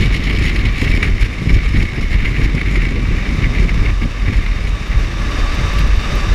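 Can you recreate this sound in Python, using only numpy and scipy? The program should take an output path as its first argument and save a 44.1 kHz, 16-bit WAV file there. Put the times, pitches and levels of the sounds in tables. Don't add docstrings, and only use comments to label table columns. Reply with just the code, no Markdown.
import sys
import numpy as np
from scipy import signal
from scipy.fft import rfft, irfft, next_fast_len
from scipy.io import wavfile
from scipy.ndimage import uniform_filter1d, map_coordinates

SR = 44100
rng = np.random.default_rng(int(sys.argv[2]) if len(sys.argv) > 2 else 0)


def master_out(mix):
    frames = np.transpose(np.atleast_2d(mix))
    ceiling = np.clip(frames, -1, 1)
    pcm = np.round(ceiling * 32767).astype(np.int16)
    wavfile.write(sys.argv[1], SR, pcm)


def natural_amplitude(level_db):
    exponent = np.asarray(level_db, float) / 20
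    return 10 ** exponent


N = 279594

# start_s, level_db
FAN_LEVEL = [
    (0, -44),
    (.2, -44.5),
    (1.2, -46),
    (2.8, -47),
    (3.3, -42.5),
    (4.7, -44),
    (5.0, -41),
    (5.35, -38),
    (6.34, -36.5),
]
# freq_hz, level_db
ROAR_SPECTRUM = [(150, 8.5), (300, 4.5), (800, -3.5), (1450, -3), (1700, -0.5), (2700, -1.5), (3300, -8.5),
                 (3500, -10), (3950, -12), (5700, -10.5), (7000, -20), (10000, -29), (16000, -41)]
# centre_hz, width_hz, lift_db
DUCT_MODES = [(1172, 140, 7), (1710, 160, 1.5), (3260, 90, -5.5), (3680, 200, 9.5), (3880, 60, 2)]
# multiple, level_db
BLADE_TONES = [(1, -5), (2, 0), (3, -3), (4, -14), (6, -38), (7, -30), (8, -10.5)]
# start_s, peak_db, pitch_hz
DROP_TICKS = [(4.6409, -48, 11600), (4.8818, -40, 11600), (4.994, -42, 11600), (5.2041, -49, 12300),
              (5.3088, -41, 11900), (5.5494, -41, 12100), (5.7369, -35, 12600), (5.7774, -41, 11700),
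              (5.7854, -40, 12400), (5.7927, -33, 11500), (5.875, -42, 12800), (5.8814, -45, 12300),
              (5.9643, -42, 12300), (6.0127, -43, 12500), (6.1549, -32, 12900), (6.2816, -41, 11900)]
# start_s, port_db, housing_db
JET_AIM = [(0, -2, -0.5), (1.0, 1, -1.5), (1.2, -3, -2), (2.2, 0, -4.5), (2.8, -2, 1), (3.1, -1.5, 2.5),
           (3.85, -1, 1), (3.97, -15, -14), (4.4, -1.5, -3), (4.8, -7.5, -13), (5.3, -9, -2),
           (5.7, -6, -10), (6.34, -11, -2.5)]
# centre_s, length_s, peak_db
BOOM_SWELLS = [(.09, 0.14, -15), (0.373, 0.24, -16.5), (0.628, 0.14, -22), (0.93, 0.13, -14),
               (1.124, 0.058, -11), (1.23, 0.044, -10.5), (1.54, 0.083, -8), (1.673, 0.05, -14),
               (1.786, 0.076, -15.5), (2.03, 0.05, -14), (2.245, 0.14, -20.5), (2.44, 0.077, -14),
               (2.658, 0.025, -14), (2.804, 0.074, -14), (3.114, 0.11, -16.5), (3.303, 0.15, -24),
               (3.476, .07, -12.5), (3.615, 0.087, -14), (3.806, 0.14, -15), (4.024, 0.2, -20.5),
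               (4.255, 0.068, -13.5), (4.376, 0.059, -11), (4.5, 0.12, -20.5), (4.71, 0.13, -17.5),
               (4.97, .14, -17), (5.215, 0.24, -23), (5.427, 0.092, -15), (5.7, 0.44, -20),
               (5.967, 0.072, -13), (6.144, 0.14, -16.5)]
# centre_s, length_s, level_db, flap_share_db
HOUSING_GUSTS = [(0.022, 0.085, -12, -0.5), (0.34, 0.36, -20, 3), (0.455, 0.033, -19, -1),
                 (0.653, 0.11, -16.5, -6), (0.83, 0.027, -16, 4.5), (0.917, 0.16, -20.5, 5),
                 (1.07, 0.13, -17, -1), (1.248, 0.054, -21.5, -1), (1.49, 0.14, -16, 5.5),
                 (1.787, 0.1, -11, 1), (2.003, 0.097, -23.5, 6.5), (2.14, 0.048, -10.5, -3),
                 (2.268, .07, -15, -3), (2.42, 0.1, -14.5, 0.5), (2.57, 0.055, -20, 5.5),
                 (2.746, 0.13, -21.5, 3), (2.862, 0.046, -26, -5), (3.034, 0.18, -24.5, 2),
                 (3.33, .08, -20, -0.5), (3.437, .1, -18, -1.5), (3.62, 0.084, -17.5, 4),
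                 (3.84, 0.14, -18, -0.5), (4.044, 0.062, -16.5, 5.5), (4.304, 0.13, -18.5, 3),
                 (4.665, 0.22, -26.5, 2), (5, 0.18, -21.5, -3.5), (5.244, 0.15, -25, -5),
                 (5.62, 0.041, -15, -5.5), (5.817, 0.1, -14, -4.5), (6.13, 0.055, -19.5, -5)]
# freq_hz, level_db
BOOM_SPECTRUM = [(10, -17.5), (22, -10.5), (36, -3.5), (47, 1), (54, -6), (64, -16), (85, -16), (110, -20),
                 (180, -120)]
# freq_hz, level_db
THUMP_SPECTRUM = [(35, -17), (62, -3.5), (100, -5), (150, -11.5), (210, -27), (400, -76)]
# freq_hz, level_db
FLAP_SPECTRUM = [(80, -46), (150, 0), (250, -3.5), (400, -11.5), (600, -25.5), (1000, -38.5), (2000, -76)]
# centre_s, length_s, level_db, brightness_db
PORT_GUSTS = [(0.024, 0.089, -23.5, 10), (.15, 0.035, -21, 9), (0.292, 0.12, -26, 7),
              (0.456, 0.065, -22, 7), (0.58, 0.057, -28.5, 10.5), (0.661, 0.031, -24.5, 0),
              (0.81, .08, -27.5, 10.5), (0.908, 0.093, -26, 7), (1.048, 0.079, -28, 8),
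              (1.226, 0.05, -22.5, 2), (1.478, 0.11, -42, 19), (1.555, 0.031, -26, 8),
              (1.66, 0.097, -33, 8), (1.795, 0.11, -26, 7), (2.008, .05, -33, 2), (2.13, 0.043, -26.5, 9),
              (2.267, 0.053, -23.5, 2), (2.423, .12, -27, -3), (2.596, 0.038, -29, -3),
              (2.772, 0.2, -26.5, 1), (3.21, 0.048, -31, -11), (3.442, 0.042, -20.5, -2),
              (3.59, 0.082, -28.5, 5.5), (3.878, 0.061, -24, -1), (4.03, 0.027, -21.5, -7),
              (4.283, 0.096, -32, -13), (4.35, 0.035, -32, 11), (4.456, 0.035, -28, -3),
              (4.665, 0.067, -35, 9), (4.927, 0.029, -27, 1)]
# start_s, peak_db, brightness_db
PORT_PUFFS = [(0.0189, -18, 5), (0.1106, -27, 0), (0.385, -8.5, 11), (0.4479, -20, 3), (0.486, -31, 2),
              (0.5626, -17, -3), (0.5901, -14, -6), (0.813, -10.5, 2), (1.027, -3, 7), (1.4934, -10, 8),
              (1.5333, -11, 0), (1.8043, -18, 2), (2.106, -19, -6), (2.3501, -15, -10), (2.55, -13, 14),
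              (2.5785, -13, -3), (2.612, -7.5, -5), (2.6584, -18, 0), (2.7556, -12, 0), (2.817, -19, 2),
              (2.9617, -14, -5), (3.053, -16, -5), (3.254, -13, -8), (3.4201, -18, -13), (3.5823, -18, 0),
              (3.69, -10, 3), (3.7414, -15, 2), (3.776, -18, -6), (3.8566, -24, 0), (4.279, -14.5, -6)]
# start_s, peak_db, length_s
PORT_SPURTS = [(0.033, -40, 0.014), (0.161, -33, 0.013), (0.233, -35, 0.015), (0.35, -32.5, 0.024),
               (0.454, -37, 0.024), (0.4758, -40, 0.022), (0.647, -34, 0.024), (0.752, -36, 0.019),
               (0.825, -34, 0.019), (0.882, -33, 0.031), (0.95, -36, 0.02), (1.05, -41, 0.015),
               (1.204, -34, 0.025), (1.244, -33, 0.019), (1.5229, -39, 0.022), (1.629, -33, 0.014),
               (1.762, -41, 0.018), (2.008, -35, 0.022), (2.137, -36, 0.015), (2.244, -43, 0.026),
               (2.368, -42, 0.02), (2.434, -33, 0.022), (3.597, -39, 0.02), (4.0198, -40, 0.02),
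               (4.361, -33, 0.017), (4.896, -48, 0.02), (5.3094, -37, 0.022), (5.5394, -34, 0.022),
               (5.781, -26, 0.019), (6.1994, -35, 0.02)]
# freq_hz, level_db
WHISTLE_SPECTRUM = [(500, -19.5), (1000, -18), (1500, -14.5), (2000, -3), (2300, -0.5), (2430, -10.5),
                    (2800, -13), (3600, -52.5)]
# centre_hz, width_hz, lift_db
CAVITY_MODE = [(2380, 110, -1)]
# freq_hz, level_db
RASP_SPECTRUM = [(1800, -2), (2600, 0), (3100, -2), (3370, -8), (3700, -6.5), (4300, -8), (4600, -13),
                 (6000, -39)]
# freq_hz, level_db
HISS_SPECTRUM = [(3500, -3.5), (4700, -1), (5250, 6.5), (6200, -10), (6700, 0), (8000, -13), (9600, -8.5),
                 (10500, -15), (12300, -15), (14000, -38), (16000, -21)]

BLADE_HZ, EDGE_HZ, TOP_HZ = 577.4, 2260, 15400
CALM_BOOM_DB, CALM_THUMP_DB, CALM_FLAP_DB = -21.5, -27, -29
CALM_WHISTLE_DB, CALM_RASP_DB, CALM_HISS_DB = -31, -38.5, -49
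GUST_STEEP, SLAP_STEEP, BOOM_STEEP = 2.7, 1.92, 2.35
TIME_S = np.arange(N) / SR


def unit(x):
    return x / np.sqrt(np.mean(x ** 2) + 1e-20)


def noise():
    return rng.standard_normal(N)


def curves(rows):
    s, *columns = np.transpose(rows)
    return [np.interp(TIME_S, s, column) for column in columns]


def wobble(rate_hz):
    return map_coordinates(rng.standard_normal(N // 40), [TIME_S * rate_hz])


def coloured(x, spectrum, modes=()):
    size = next_fast_len(N + 8192)
    hz = np.fft.rfftfreq(size, 1 / SR) + 1
    freq_hz, db = np.transpose(spectrum)
    level_db = np.interp(np.log(hz), np.log(freq_hz), db, left=-120)
    for centre_hz, width_hz, lift_db in modes:
        level_db = level_db + lift_db * np.exp(-((hz - centre_hz) / width_hz) ** 2)
    return unit(irfft(rfft(x, size) * natural_amplitude(level_db), size)[:N])


def patchy(patchy_db):
    z = signal.stft(rng.standard_normal(N + 512), nperseg=512)[2]
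    field = uniform_filter1d(rng.standard_normal(z.shape), size=8, axis=0)
    field = uniform_filter1d(field, size=6, axis=1)
    return signal.istft(z * natural_amplitude(patchy_db * unit(field)), nperseg=512)[1][:N]


def steady(x, window_s):
    power = np.abs(uniform_filter1d(x ** 2, int(window_s * SR)))
    return x / np.sqrt(power + 0.027)


def swells(centre_s, length_s, db, steep):
    t = np.arange(0, N + 64, 64) / SR
    distance = np.abs(2 * (t - centre_s[:, None]) / length_s[:, None])
    bells = natural_amplitude(db)[:, None] * 0.5 ** (distance ** steep)
    return np.interp(TIME_S, t, bells.sum(axis=0))


def fans():
    roar_db, = curves(FAN_LEVEL)
    mean_db = roar_db.mean()
    tone_db = mean_db - 2 + 1.25 * (roar_db - mean_db) + 1.5 * wobble(2.95)
    roar = coloured(patchy(-0.2) * natural_amplitude(0.7 * wobble(70)), ROAR_SPECTRUM, DUCT_MODES)
    phase = 2 * np.pi * np.cumsum(BLADE_HZ * (1.002 + 0.0085 * wobble(55))) / SR
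    tones = np.zeros(N)
    for multiple, db in BLADE_TONES:
        tones += natural_amplitude(db + 3.5 * wobble(35)) * np.sin(multiple * phase + 6 * rng.random())
    return natural_amplitude(roar_db + 12 + 0.5 * wobble(6.7)) * roar + natural_amplitude(tone_db) * tones


def drops():
    out, t = np.zeros(N + SR), np.arange(SR // 100) / SR
    for start_s, peak_db, pitch_hz in DROP_TICKS:
        spit = 0.4 * np.diff(rng.standard_normal(len(t) + 2), 2)
        tick = np.sin(2 * np.pi * pitch_hz * t)
        decay = natural_amplitude(peak_db + 3.5 - 60 * t / 0.0032)
        out[round(start_s * SR):][:len(t)] += decay * (tick + spit)
    return out[:N]


def housing(eddies):
    aim_db = curves(JET_AIM)[1]
    centre_s, length_s, db, flap_share_db = np.transpose(HOUSING_GUSTS)
    lumps = natural_amplitude(1.87 * eddies + 4.6 * wobble(60))
    boom = steady(coloured(noise(), BOOM_SPECTRUM), window_s=0.064)
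    thump = steady(coloured(lumps * noise(), THUMP_SPECTRUM), window_s=0.0607)
    flap = steady(coloured(lumps * noise(), FLAP_SPECTRUM), window_s=0.033)

    boom_gain = natural_amplitude(CALM_BOOM_DB + 3.8 * wobble(8.8))
    boom_gain += swells(*np.transpose(BOOM_SWELLS), BOOM_STEEP)
    boom_gain += natural_amplitude(-9 - 150 * (N / SR - TIME_S))
    thump_gain = natural_amplitude(CALM_THUMP_DB + 0.5 * aim_db + 3.2 * wobble(18))
    thump_gain += swells(centre_s, length_s, db - 4, SLAP_STEEP)
    flap_gain = natural_amplitude(CALM_FLAP_DB + aim_db + 1.05 * wobble(14))
    flap_gain += swells(centre_s, length_s, db + flap_share_db - 11, SLAP_STEEP)
    return boom_gain * boom + thump_gain * thump + flap_gain * flap


def puffs():
    gain, t = np.zeros((3, N + SR)), np.arange(SR // 5) / SR
    puff = (1 - np.exp(-t / 0.0015)) * np.exp(-t / 0.0046)
    for start_s, db, bright_db in PORT_PUFFS:
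        level = natural_amplitude([[db - 7], [db - 16], [db + bright_db - 29.5]])
        gain[:, round(start_s * SR):][:, :len(t)] += level * puff
    for start_s, db, length_s in PORT_SPURTS:
        spurt = (1 - np.exp(-t / 0.005)) * np.exp(-(t / length_s) ** 2)
        gain[1:, round(start_s * SR):][:, :len(t)] += natural_amplitude([[db + 0.5], [db - 7.5]]) * spurt
    return gain[:, :N]


def edge_tone():
    share = 0.38 + 0.6 * np.exp(-TIME_S / 1.4)
    pitch_hz = EDGE_HZ * (1 + 0.035 * wobble(14) + 0.01177 * wobble(90))
    return share * np.sin(2 * np.pi * np.cumsum(pitch_hz) / SR) * natural_amplitude(3.5 * wobble(30))


def port(eddies):
    aim_db = curves(JET_AIM)[0] + 1.8 * wobble(24.83)
    centre_s, length_s, db, bright_db = np.transpose(PORT_GUSTS)
    flutter_db = 2.65 * wobble(200)
    whistle_puffs, rasp_puffs, hiss_puffs = puffs()

    whistle = coloured(natural_amplitude(0.62 * eddies + flutter_db) * patchy(1.0), WHISTLE_SPECTRUM, CAVITY_MODE)
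    whistle = steady(whistle + edge_tone(), window_s=0.094)
    rasp = coloured(natural_amplitude(1.94 * eddies + flutter_db) * patchy(-0.5), RASP_SPECTRUM)
    rasp = steady(rasp, window_s=0.064)
    hiss = coloured(natural_amplitude(2.0 * eddies + 1.1 * flutter_db) * patchy(2.0), HISS_SPECTRUM)
    hiss = steady(hiss, window_s=0.02)

    whistle_gain = natural_amplitude(CALM_WHISTLE_DB + aim_db) + whistle_puffs
    whistle_gain += swells(centre_s, length_s, db - 6, GUST_STEEP)
    rasp_gain = natural_amplitude(CALM_RASP_DB + 0.54 * aim_db) + rasp_puffs
    rasp_gain += swells(centre_s, length_s, db - 16 + 0.6 * bright_db, GUST_STEEP)
    rasp_gain *= natural_amplitude(3.5 * 0.5 ** ((TIME_S / 0.83) ** 4))
    hiss_gain = natural_amplitude(CALM_HISS_DB + 0.37 * aim_db) + hiss_puffs
    hiss_gain += swells(centre_s, length_s, db - 28 + 1.05 * bright_db, GUST_STEEP)
    hiss_gain *= natural_amplitude(1.5 * wobble(18) + 1.75 * wobble(55))
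    return whistle_gain * whistle + rasp_gain * rasp + hiss_gain * hiss


def scene():
    eddies = unit(0.42 * wobble(45) + wobble(100))
    return (fans() + drops() + housing(eddies) + port(eddies))[None]


def roll_off(x):
    return signal.sosfilt(signal.butter(12, 15290, fs=SR, output="sos"), x)


def record(dry):
    limited = dry / (1 + np.abs(dry / 1.1) ** 5) ** (1 / 5)
    size = N + 4096
    passband = np.fft.rfftfreq(size, 1 / SR) < TOP_HZ
    mix = irfft(rfft(limited, size) * passband, size)[..., :N]
    return roll_off(mix)


dry = scene()
out = record(dry)
master_out(out)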